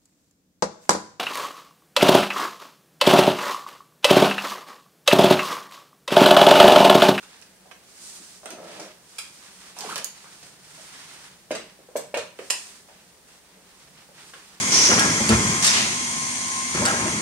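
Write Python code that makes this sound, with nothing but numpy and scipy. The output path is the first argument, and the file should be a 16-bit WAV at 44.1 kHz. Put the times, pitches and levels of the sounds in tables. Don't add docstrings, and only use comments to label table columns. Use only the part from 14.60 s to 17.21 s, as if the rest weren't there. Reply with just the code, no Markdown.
import sys
import numpy as np
from scipy import signal
from scipy.fft import rfft, irfft, next_fast_len
from scipy.io import wavfile
from scipy.ndimage import map_coordinates

SR = 44100
rng = np.random.default_rng(int(sys.argv[2]) if len(sys.argv) > 2 else 0)


def master_out(mix):
    frames = np.transpose(np.atleast_2d(mix))
    ceiling = np.clip(frames, -1, 1)
    pcm = np.round(ceiling * 32767).astype(np.int16)
    wavfile.write(sys.argv[1], SR, pcm)


N = 115101

# (frequency [Hz], correlation [-1..1])
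COHERENCE = [(290, 0.98), (1200, 0.96), (3000, -0.15)]


def amp(db):
    return 10 ** (np.asarray(db) / 20)


def clock():
    return np.arange(N) / SR


def along(points, hz):
    f, v = np.transpose(points)
    return np.interp(np.log(hz + 1), np.log(f + 1), v)


def level(rows):
    return amp(np.interp(clock(), *np.transpose(rows)))


def wobble(rate_hz):
    return map_coordinates(rng.standard_normal(int(N * rate_hz / SR) + 4), [clock() * rate_hz])


def filtered(x, response):
    m = next_fast_len(N + SR // 2)
    return irfft(rfft(x, m) * response(np.fft.rfftfreq(m, 1 / SR)), m)[..., :N]


def spread_rad(hz):
    return np.arccos(np.clip(along(COHERENCE, hz), -1, 1)) / 2


def rush(spectrum, grain_db=0):
    pair = rng.standard_normal((2, N)) * amp(grain_db * wobble(900))
    knots_hz = np.arange(0, SR / 2, 22)
    ripple_db = 3 * rng.standard_normal(len(knots_hz)) * knots_hz / (knots_hz + 700)
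    gain = lambda hz: amp(along(spectrum, hz) + np.interp(hz, knots_hz, ripple_db))
    mid, side = filtered(pair, lambda hz: gain(hz) * [np.cos(spread_rad(hz)), np.sin(spread_rad(hz))])
    stereo = np.array([mid + side, mid - side])
    return stereo / np.sqrt(np.mean(stereo ** 2) + 1e-20)


def burst(start_s, rise_s, hold_s, t60_s, db):
    t = clock() - start_s
    return np.sqrt(np.clip(t / rise_s, 0, 1)) * amp(db - 60 * np.maximum(t - rise_s - hold_s, 0) / t60_s)


def room(x):
    tail = rush([(1, 0)]) * burst(0.0022, 0.0068, 0, t60_s=0.49, db=0)
    return signal.fftconvolve(x[None], tail / np.linalg.norm(tail[0]), axes=1)[:, :N]


def tone(hz, drift_rad, waver_db):
    phase = 2 * np.pi * hz * clock() + drift_rad * wobble(9)
    pair = [np.sin(phase + side * spread_rad(hz)) * amp(waver_db * wobble(14)) for side in (1, -1)]
    return np.sqrt(2) * np.array(pair)


def idle():
    # (frequency [Hz], relative density [dB])
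    hall_spectrum = [(60, -10), (160, -3), (210, -3.5), (240, -1.5), (500, -17), (950, -5.5), (1400, -11.5),
                     (2000, -4), (2700, -9), (3300, -7.5), (3700, -10.5), (4300, -4.5), (5200, -8),
                     (6400, 2.5), (7900, -6.5), (8600, 0), (10500, -13)]
    # (frequency [Hz], level [dB])
    hum_lines = [(241, -48.5), (990, -49.5), (2110, -47), (2250, -48), (3241, -52.5), (6535, -53)]
    # (time [s], level [dB])
    whine_levels = [(.92, -40.5), (1.0, -36), (1.07, -44), (1.52, -42), (1.59, -37.5), (1.7, -38.5),
                    (1.77, -50), (1.83, -39.5), (1.93, -44), (1.995, -34.5), (2.07, -47), (2.36, -37),
                    (2.61, -42)]
    hum = sum(amp(db) * tone(hz, drift_rad=1.1, waver_db=2.2) for hz, db in hum_lines)
    hall = amp(-29.5) * rush(hall_spectrum, grain_db=1)
    whine = level(whine_levels) * tone(hz=1056.6, drift_rad=0.091, waver_db=3.1)
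    return hall + hum + whine


def drive():
    # (time [s], level [dB])
    shaft_levels = [(.27, -36), (.31, -29), (.68, -31), (.78, -27), (.95, -29), (1.06, -39), (1.28, -36),
                    (1.45, -46), (2.14, -58), (2.158, -31), (2.24, -29), (2.27, -35), (2.48, -30),
                    (2.61, -32)]
    feed_levels = [(0, -25.5), (.45, -26.5), (.92, -26), (1.2, -32.5), (1.45, -33.5), (2.12, -40),
                   (2.15, -30.5), (2.61, -36)]
    # (frequency [Hz], relative density [dB])
    shaft_spectrum = [(80, -7.5), (170, 1), (220, 2.5), (275, -2), (390, -6.5), (520, -17), (1000, -12),
                      (2200, -11.5), (8000, -66)]
    feed_spectrum = [(400, -9), (800, -7), (1600, -6), (2200, 3.5), (2800, -16.5), (3250, 1), (3800, -10.5),
                     (6400, 2.5), (10500, -11)]
    rumble = level(shaft_levels) * amp(wobble(35.04)) * rush(shaft_spectrum)
    rustle = level(feed_levels) * rush(feed_spectrum, grain_db=1)
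    return rumble + rustle


def air_valves():
    # (start [s], rise [s], hold [s], t60 [s], level [dB])
    jets = [(0.107, 0.04, 0.12, 1, -17), (1.019, 0.033, 0.037, 0.64, -18.5),
            (1.118, 0.036, 0.035, 0.78, -22.5)]
    # (frequency [Hz], relative density [dB])
    intake = [(150, -55), (290, -8.5), (550, -20), (2300, -14.5), (3800, -16.5), (4800, -10.5),
              (5700, -2.5), (6400, -6), (7400, -18.5), (10500, -23)]
    exhaust = [(250, -15.5), (1600, -0.5), (3600, -3.5), (5800, 5), (8800, -4.5), (10500, -12.5)]
    afterblow = [(600, -10), (2300, 0), (6000, -3.5), (9000, -13.5)]
    return sum(burst(*jet) * rush(spectrum, grain_db=1.5)
               for jet, spectrum in zip(jets, [intake, exhaust, afterblow]))


def housing(hz):
    modes_hz, width_hz = [1346, 1656], 45
    damping = 1j * hz * width_hz
    return 1 + amp(1.5) * sum(damping / (mode ** 2 - hz ** 2 + damping) for mode in modes_hz)


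def servo():
    # (start [s], run-up [s], run-down [s], top gear pitch [Hz], relative level [dB])
    moves = [(.3, .125, .08, 1755, -31), (2.165, .125, .09, 1591, -30.5)]
    # (start [s], rise [s], hold [s], t60 [s], level [dB])
    rattles = [(0.294, 0.024, 0.016, 0.45, -24), (0.378, 0.0087, 0.016, 0.98, -29),
               (0.688, 0.036, 0.021, 0.087, -24.5), (2.139, 0.011, 0.055, 0.25, -35.5),
               (2.247, 0.0066, 0.025, 1, -27.5)]
    # (frequency [Hz], relative density [dB])
    rattle_spectrum = [(150, -47), (420, -0.5), (1150, -3), (1420, -0.5), (1950, -2.5), (8000, -23)]
    t, gear = clock(), np.zeros(N)
    for start_s, up_s, down_s, top_hz, db in moves:
        ramp = np.interp(t, [start_s, start_s + up_s, start_s + up_s + down_s], [0, 1, 0])
        speed = np.sin(np.pi / 2 * ramp) ** 2
        pitch_hz = top_hz * speed * (1 + 0.019 * wobble(150))
        phase = 2 * np.pi * np.cumsum(pitch_hz) / SR
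        gear += amp(db) * speed ** 0.85 * (np.sin(phase) + amp(-4.5) * np.sin(phase / 2))
    rattle = sum(burst(*row) for row in rattles) * rush(rattle_spectrum, grain_db=2.5)
    return filtered(amp(1.5) * gear + room(gear) + rattle, housing)


def struck(blows, t60_s, crack_db, crack_t60_s=0.055):
    # (frequency / ring pitch [ratio], level [dB])
    modes = [(.58, -6), (1, 0), (1.47, -4)]
    t, hits = np.arange(SR // 8) / SR, np.zeros(N)
    for time_s, hz, db in blows:
        ring = sum(amp(mode_db - 60 * t / t60_s) * np.sin(2 * np.pi * hz * ratio * t)
                   for ratio, mode_db in modes)
        bright = signal.lfilter(*signal.butter(1, hz / 2, "high", fs=SR), rng.standard_normal(len(t)))
        crack = amp(crack_db - 60 * t / crack_t60_s) * bright
        hits[round(time_s * SR):][:len(t)] += amp(db) * (ring + crack)
    return hits + amp(-6) * room(hits)


def linkage():
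    # (time [s], ring pitch [Hz], level [dB])
    clinks = [(.394, 5580, -16), (.691, 4700, -17.5), (1.026, 6100, -22.5), (1.046, 7400, -15.5),
              (1.066, 8600, -17), (1.076, 3700, -17.5), (2.254, 7700, -20), (2.259, 5050, -20.5)]
    clunks = [(.294, 380, -19.5), (.32, 520, -22), (.604, 560, -25), (2.15, 360, -26), (2.221, 600, -23),
              (2.458, 620, -27)]
    return struck(clinks, t60_s=0.04, crack_db=3.5) + struck(clunks, t60_s=0.08, crack_db=-12)


def frame():
    # (frequency [Hz], level [dB], t60 [s])
    modes = [(82, -15, .25), (108, -12, .14), (137, -14, .25), (168, -10, .12), (218, 1, .1),
             (243, -9, .16), (345, -6, .07), (385, -11, .1), (452, -13, .14)]
    # (time [s], level [dB])
    knocks = [(.318, -20), (.372, -22), (.447, -23), (.602, -21), (.776, -23), (.843, -25), (2.194, -24),
              (2.234, -25)]
    # (start [s], rise [s], hold [s], t60 [s], level [dB])
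    boom = [(.705, 0.015, 0.026, 0.96, -28)]
    # (frequency [Hz], relative density [dB])
    bed_spectrum = [(45, -12), (75, 0), (135, -14), (400, -46)]
    judder_start_s, judder_length_s, judder_hz, judder_db, fade_db = 0.69, 0.078, 115.1, -15.5, 16.5
    contact_s = 0.0015
    t = np.arange(SR // 2) / SR
    ring = sum((-1) ** k * amp(db - 60 * t / t60_s) * np.sin(2 * np.pi * hz * t)
               for k, (hz, db, t60_s) in enumerate(modes))
    slips_s = np.arange(0, judder_length_s, 1 / judder_hz)
    judder = [(judder_start_s + s, judder_db - fade_db * s / judder_length_s) for s in slips_s]
    blows = np.zeros(N)
    for time_s, db in knocks + judder:
        blows[round((time_s + rng.normal(0, 0.0003)) * SR)] += amp(db + rng.normal(0, 1))
    body = signal.fftconvolve(blows, ring * (1 - np.exp(-t / contact_s)))[:N]
    return body + amp(-8) * room(body) + burst(*boom[0]) * rush(bed_spectrum)


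def scene():
    # (frequency [Hz], left over right [dB])
    balance = [(60, -2.2), (600, 3), (5000, -.5), (14000, 1.5)]
    left_lead_s, sides = 0.0002242, np.array([[0.5], [-0.5]])
    machine = idle() + drive() + air_valves() + servo() + frame() + linkage()
    pan = lambda hz: amp(sides * along(balance, hz)) * np.exp(2j * np.pi * hz * sides * left_lead_s)
    return filtered(machine, pan)


def record(dry):
    # (frequency [Hz], gain [dB])
    response = [(50, -19), (75, 2), (10000, 2.5), (11800, -11), (15500, -20)]
    limit_hz = 15800
    return filtered(dry, lambda hz: amp(along(response, hz)) * (hz < limit_hz))


dry = scene()
out = record(dry)
master_out(out)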